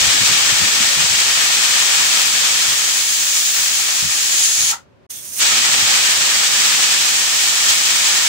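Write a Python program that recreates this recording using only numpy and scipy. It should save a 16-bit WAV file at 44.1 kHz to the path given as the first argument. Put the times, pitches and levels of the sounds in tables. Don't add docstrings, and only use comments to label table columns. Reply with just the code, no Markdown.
import sys
import numpy as np
from scipy import signal
from scipy.fft import rfft, irfft
from scipy.io import wavfile

SR = 44100
rng = np.random.default_rng(int(sys.argv[2]) if len(sys.argv) > 2 else 0)


def wav_out(sig):
    wavfile.write(sys.argv[1], SR, np.round(np.clip(np.atleast_2d(sig).T, -1, 1) * 32767).astype(np.int16))


N = 365148
TIME = np.arange(N) / SR
FREQ = np.arange(N // 2 + 1) * SR / N + 1e-3
SIDES = np.array([[1], [-1]]) / 2
SHUT_S, OPEN_S = 4.712, 5.405


def undb(db):
    return 10 ** (np.asarray(db) / 20)


def curve(rows):
    time_s, value = np.transpose(rows)
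    return np.interp(TIME, time_s, value)


def colour(points):
    hz, db = np.transpose(points)
    return undb(np.interp(np.log(FREQ), np.log(hz), db))


def bell(hz, width_hz):
    return 1 / (1 + ((FREQ - hz) / (.75 * width_hz)) ** 2)


def ringing(modes):
    return sum(undb(db) * bell(hz, width_hz) for hz, width_hz, db in modes)


def lift(modes):
    return undb(sum(db * bell(hz, width_hz) for hz, width_hz, db in modes))


def filtered(x, gain):
    return irfft(rfft(x) * gain, N)


def turbulence(gain):
    x = filtered(rng.standard_normal((2, N)), gain)
    return x / np.std(x.mean(axis=0))


def walk(rate_hz):
    x = filtered(rng.standard_normal(N), 1 / (1 + (FREQ / rate_hz) ** 2))
    return x / np.std(x)


def swell(peak_s, attack_s, release_s):
    return np.exp(-np.maximum((peak_s - TIME) / attack_s, (TIME - peak_s) / release_s))


def hump(centre_s, width_s):
    return np.exp(-((TIME - centre_s) / width_s) ** 2)


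# (frequency [Hz], relative level [dB])
RUMBLE_SPECTRUM = [(25, -23), (60, -7), (100, 2), (200, -7), (320, -11), (400, -10), (600, -12),
                   (1000, -13.5), (3000, -24), (6000, -34), (15000, -51)]
# (frequency [Hz], width [Hz], lift [dB])
ROOM_RESONANCES = [(169, 30, 0.5), (253, 32, 7), (378, 41, 7.5), (562, 55, 8.5)]
# (peak time [s], level [dB])
STIRRED_AIR = [(0, -40.5), (5.55, -44.5)]


def rumble(level_db=-54, wander_db=0.5, stir_s=.1, settle_s=0.88):
    noise = turbulence(colour(RUMBLE_SPECTRUM) * lift(ROOM_RESONANCES))
    stirred = sum(undb(db) * swell(at_s, stir_s, settle_s) for at_s, db in STIRRED_AIR)
    return noise * (undb(level_db) + stirred) * undb(wander_db * walk(6))


# (time [s], level at left port [dB], length [s], centre [Hz])
GUST_BUMPS = [(0.0, -28, .03, 95), (0.06, -26.5, 0.024, 90), (0.136, -33, .029, 185),
              (0.197, -25.5, 0.026, 140), (0.287, -30, .033, 140), (0.507, -28, 0.019, 100),
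              (0.608, -24, 0.027, 144), (0.801, -26, .015, 165), (0.956, -28.5, 0.042, 131),
              (1.015, -33, 0.032, 100), (1.095, -32, .03, 95), (2.66, -37, 0.047, 110),
              (4.017, -28, 0.039, 112), (4.567, -38, .07, 95), (5.809, -34, 0.032, 135)]


def gusts(band_ratio=1.49, right_db=-11):
    out = np.zeros((2, N))
    for start_s, db, length_s, hz in GUST_BUMPS:
        first = int(start_s * SR)
        age = TIME[:SR // 2] / (length_s / 2)
        band = signal.butter(2, [hz / band_ratio, hz * band_ratio], "band", fs=SR, output="sos")
        puffed = rng.standard_normal((2, len(age))) * age * np.exp(1 - age)
        air = signal.sosfilt(band, puffed)
        rms = np.sqrt(np.sum(air ** 2, axis=1, keepdims=True) / (length_s * SR))
        out[:, first:first + len(age)] += undb(db) * air / rms
    return out * undb([[0], [right_db]])


def kitchen(x, t60_s=0.18, treble_t60_s=0.038, split_hz=5000, wet_db=-9):
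    size = SR // 2
    age_s, noise = TIME[:size], rng.standard_normal((2, size))
    decay = undb(-60 * age_s / t60_s)
    low = signal.sosfilt(signal.butter(2, split_hz, fs=SR, output="sos"), noise)
    high = signal.sosfilt(signal.butter(2, split_hz, "high", fs=SR, output="sos"), noise[::-1])
    tail = low * decay + high * undb(-60 * age_s / treble_t60_s)
    tail = tail * (age_s > .003) / np.sqrt(np.sum(decay ** 2))
    return x + undb(wet_db) * signal.fftconvolve(x, tail, axes=1)[:, :N]


# (frequency [Hz], relative level [dB])
LEAK_SPECTRUM = [(200, -26), (1200, -18), (2700, -11), (4000, -10.5), (4800, -9), (6300, 0.5), (7600, -5.5),
                 (8900, 0.5), (10800, -6.5), (13000, -6.5), (15500, -6)]
# (frequency [Hz], width [Hz], relative level [dB])
SEAT_TONE = [(3450, 200, 0)]


def leak(start_s=5.105, creep_db=-33.3, spit_db=-36, lift_off_db=-24, pan_db=-4.0, tone_db=-14):
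    seep = turbulence(colour(LEAK_SPECTRUM)) * undb(pan_db * SIDES)
    tone = turbulence(ringing(SEAT_TONE)) * undb(tone_db) * hump(5.17, width_s=0.062)
    creep = undb(creep_db) * swell(start_s, attack_s=.005, release_s=.6) * (TIME < OPEN_S)
    spit = undb(spit_db) * swell(start_s, attack_s=.005, release_s=.015)
    lift_off = undb(lift_off_db) * swell(OPEN_S - 0.013, attack_s=.045, release_s=0.024)
    sputter_db = 1.0 * walk(30)
    return (seep + tone) * (creep + spit + lift_off) * undb(sputter_db)


# (frequency [Hz], width [Hz], relative level [dB])
HOLLOW_RESONANCES = [(850, 83, 1), (1370, 140, -1), (1960, 150, -9)]


def puff(level_db=-27, pan_db=3, delay_s=0.023):
    envelope = swell(SHUT_S + delay_s, attack_s=.018, release_s=0.022)
    return turbulence(ringing(HOLLOW_RESONANCES)) * envelope * undb(level_db + pan_db * SIDES)


def vent(shut_db_per_s=420, open_db_per_s=720):
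    closing = undb(-shut_db_per_s * np.maximum(TIME - SHUT_S, 0))
    opening = undb(-open_db_per_s * np.maximum(OPEN_S - TIME, 0))
    return np.maximum(closing, opening)


# (time [s], level [dB])
FLOW_LEVEL = [(0.2, 0), (1.2, -0.3), (2.2, .4), (2.45, -0.1), (3.28, -0.5), (3.45, 0.5), (3.9, -1.2),
              (4.65, 0.2), (5.6, 0), (6.9, .2), (7.2, -.7), (7.65, .4)]
# (time [s], extra level [dB])
STEAM_SURGES = [(0.82, 1.5), (1.56, 0.8), (2.22, 2), (2.28, 1), (2.78, 1), (2.85, 1), (3.37, 1),
                (4.45, 1.8), (4.67, 0.5), (5.425, 2), (6.84, 2.4), (6.92, 2), (7.7, 2.8), (7.96, 1.5)]


def flow_db(surge_width_s=0.015, flutter_db=0.5):
    surges = sum(db * hump(at_s, surge_width_s) for at_s, db in STEAM_SURGES)
    return curve(FLOW_LEVEL) + surges + flutter_db * walk(11.6)


# (frequency [Hz], relative level [dB])
ROAR_SPECTRUM = [(30, -40), (90, -20), (230, -14.5), (330, -17), (600, -12.5), (1100, -7.5), (2000, -4),
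                 (3000, 0.5), (5000, 0), (7900, 1), (8700, -7), (11000, -17), (13500, -17.5),
                 (15700, -13.5)]
HISS_SPECTRUM = [(60, -25), (500, -20.5), (1000, -17), (2000, -9.5), (3300, -3), (5200, -1), (6500, 1),
                 (7600, 1.5), (8600, -6.5), (10400, -9), (11200, -13), (13500, -14), (15700, -10.5)]
# (frequency [Hz], width [Hz], level [dB])
BODY_RESONANCES = [(820, 87, 3), (1284, 170, 2.5), (1807, 163, 4.5), (2280, 70, 3.5), (2500, 58, 3.5),
                   (3220, 140, 1.5)]
GAP_RINGING = [(4530, 200, -13), (5260, 200, -9), (6400, 240, 0.5), (6780, 480, 1.5), (7450, 260, -9),
               (9600, 770, -11), (10200, 450, -9)]
SIZZLE_BANDS = [(14300, 400, -9), (15350, 650, 0)]
# (time [s], level [dB])
SIZZLE_CURVE = [(0, -52), (2.6, -56), (3.05, -38), (3.6, -31), (3.88, -44), (4.3, -45), (4.7, -65),
                (5.9, -62), (6.4, -43), (8.28, -50)]
# (time [s], opening [0-1])
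GAP_OPENING = [(0.2, .99), (0.7, 0.85), (1.7, 0.76), (2.3, 0.6), (2.65, .5), (3.08, 0.12), (3.6, 0.18),
               (3.9, 0.33), (4.3, 0.14), (4.5, 0.01), (5.37, 0.23), (5.44, 0.95), (6.9, 0.81), (7.2, .62),
               (8.28, 0.63)]
# (frequency [Hz], left minus right [dB])
JET_LEAN = [(120, 3), (320, -1.5), (800, 2.5), (1600, 4), (3000, 3), (6000, 0), (8000, -1.5), (9300, -4),
            (12000, 0.5), (15500, -3)]
# (time [s], left minus right [dB])
PORT_SWING = [(0, 1), (2.3, 1), (3.1, 0.7), (4.5, 1), (5.5, -0.7), (8.28, -.5)]


def jet(roar_db=-15.5, hiss_db=-18.5, ring_db=-21, ring_fade_db=31.5, ring_flutter_db=1.3,
        room_share=.2, throb_db=1.1, throb_hz=2200):
    lean = colour(JET_LEAN) ** SIDES
    gap = curve(GAP_OPENING)
    body = lift(BODY_RESONANCES) * lift(ROOM_RESONANCES) ** room_share
    roar = turbulence(colour(ROAR_SPECTRUM) * body * lean) * gap ** 0.67
    roar = roar * undb(roar_db + .55 * walk(18))
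    hiss = turbulence(colour(HISS_SPECTRUM) * body * lean) * (1 - gap) ** 0.47 * undb(hiss_db)
    ring_level_db = ring_db - ring_fade_db * gap + ring_flutter_db * walk(17)
    ring = turbulence(ringing(GAP_RINGING)) * undb(ring_level_db)
    sizzle_db = curve(SIZZLE_CURVE) + ring_flutter_db * walk(9)
    sizzle = turbulence(ringing(SIZZLE_BANDS) * lean) * undb(sizzle_db)
    steam = roar + hiss + ring + sizzle
    eddies = filtered(steam, 1 / (1 + (FREQ / throb_hz) ** 4))
    steam = steam + eddies * (undb(throb_db * walk(35)) - 1)
    return steam * vent() * undb(flow_db() + curve(PORT_SWING) * SIDES)


def scene():
    return rumble() + gusts() + kitchen(leak() + puff() + jet())


def record(dry, top_hz=15700):
    dropout = np.interp(TIME, [5.065, 5.067, 5.09, 5.1], [1, 0, 0, 1])
    low_pass = signal.ellip(12, .1, 70, top_hz, fs=SR, output="sos")
    return signal.sosfilt(low_pass, np.clip(dry * dropout, -1, 1))


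dry = scene()
out = record(dry)
wav_out(out)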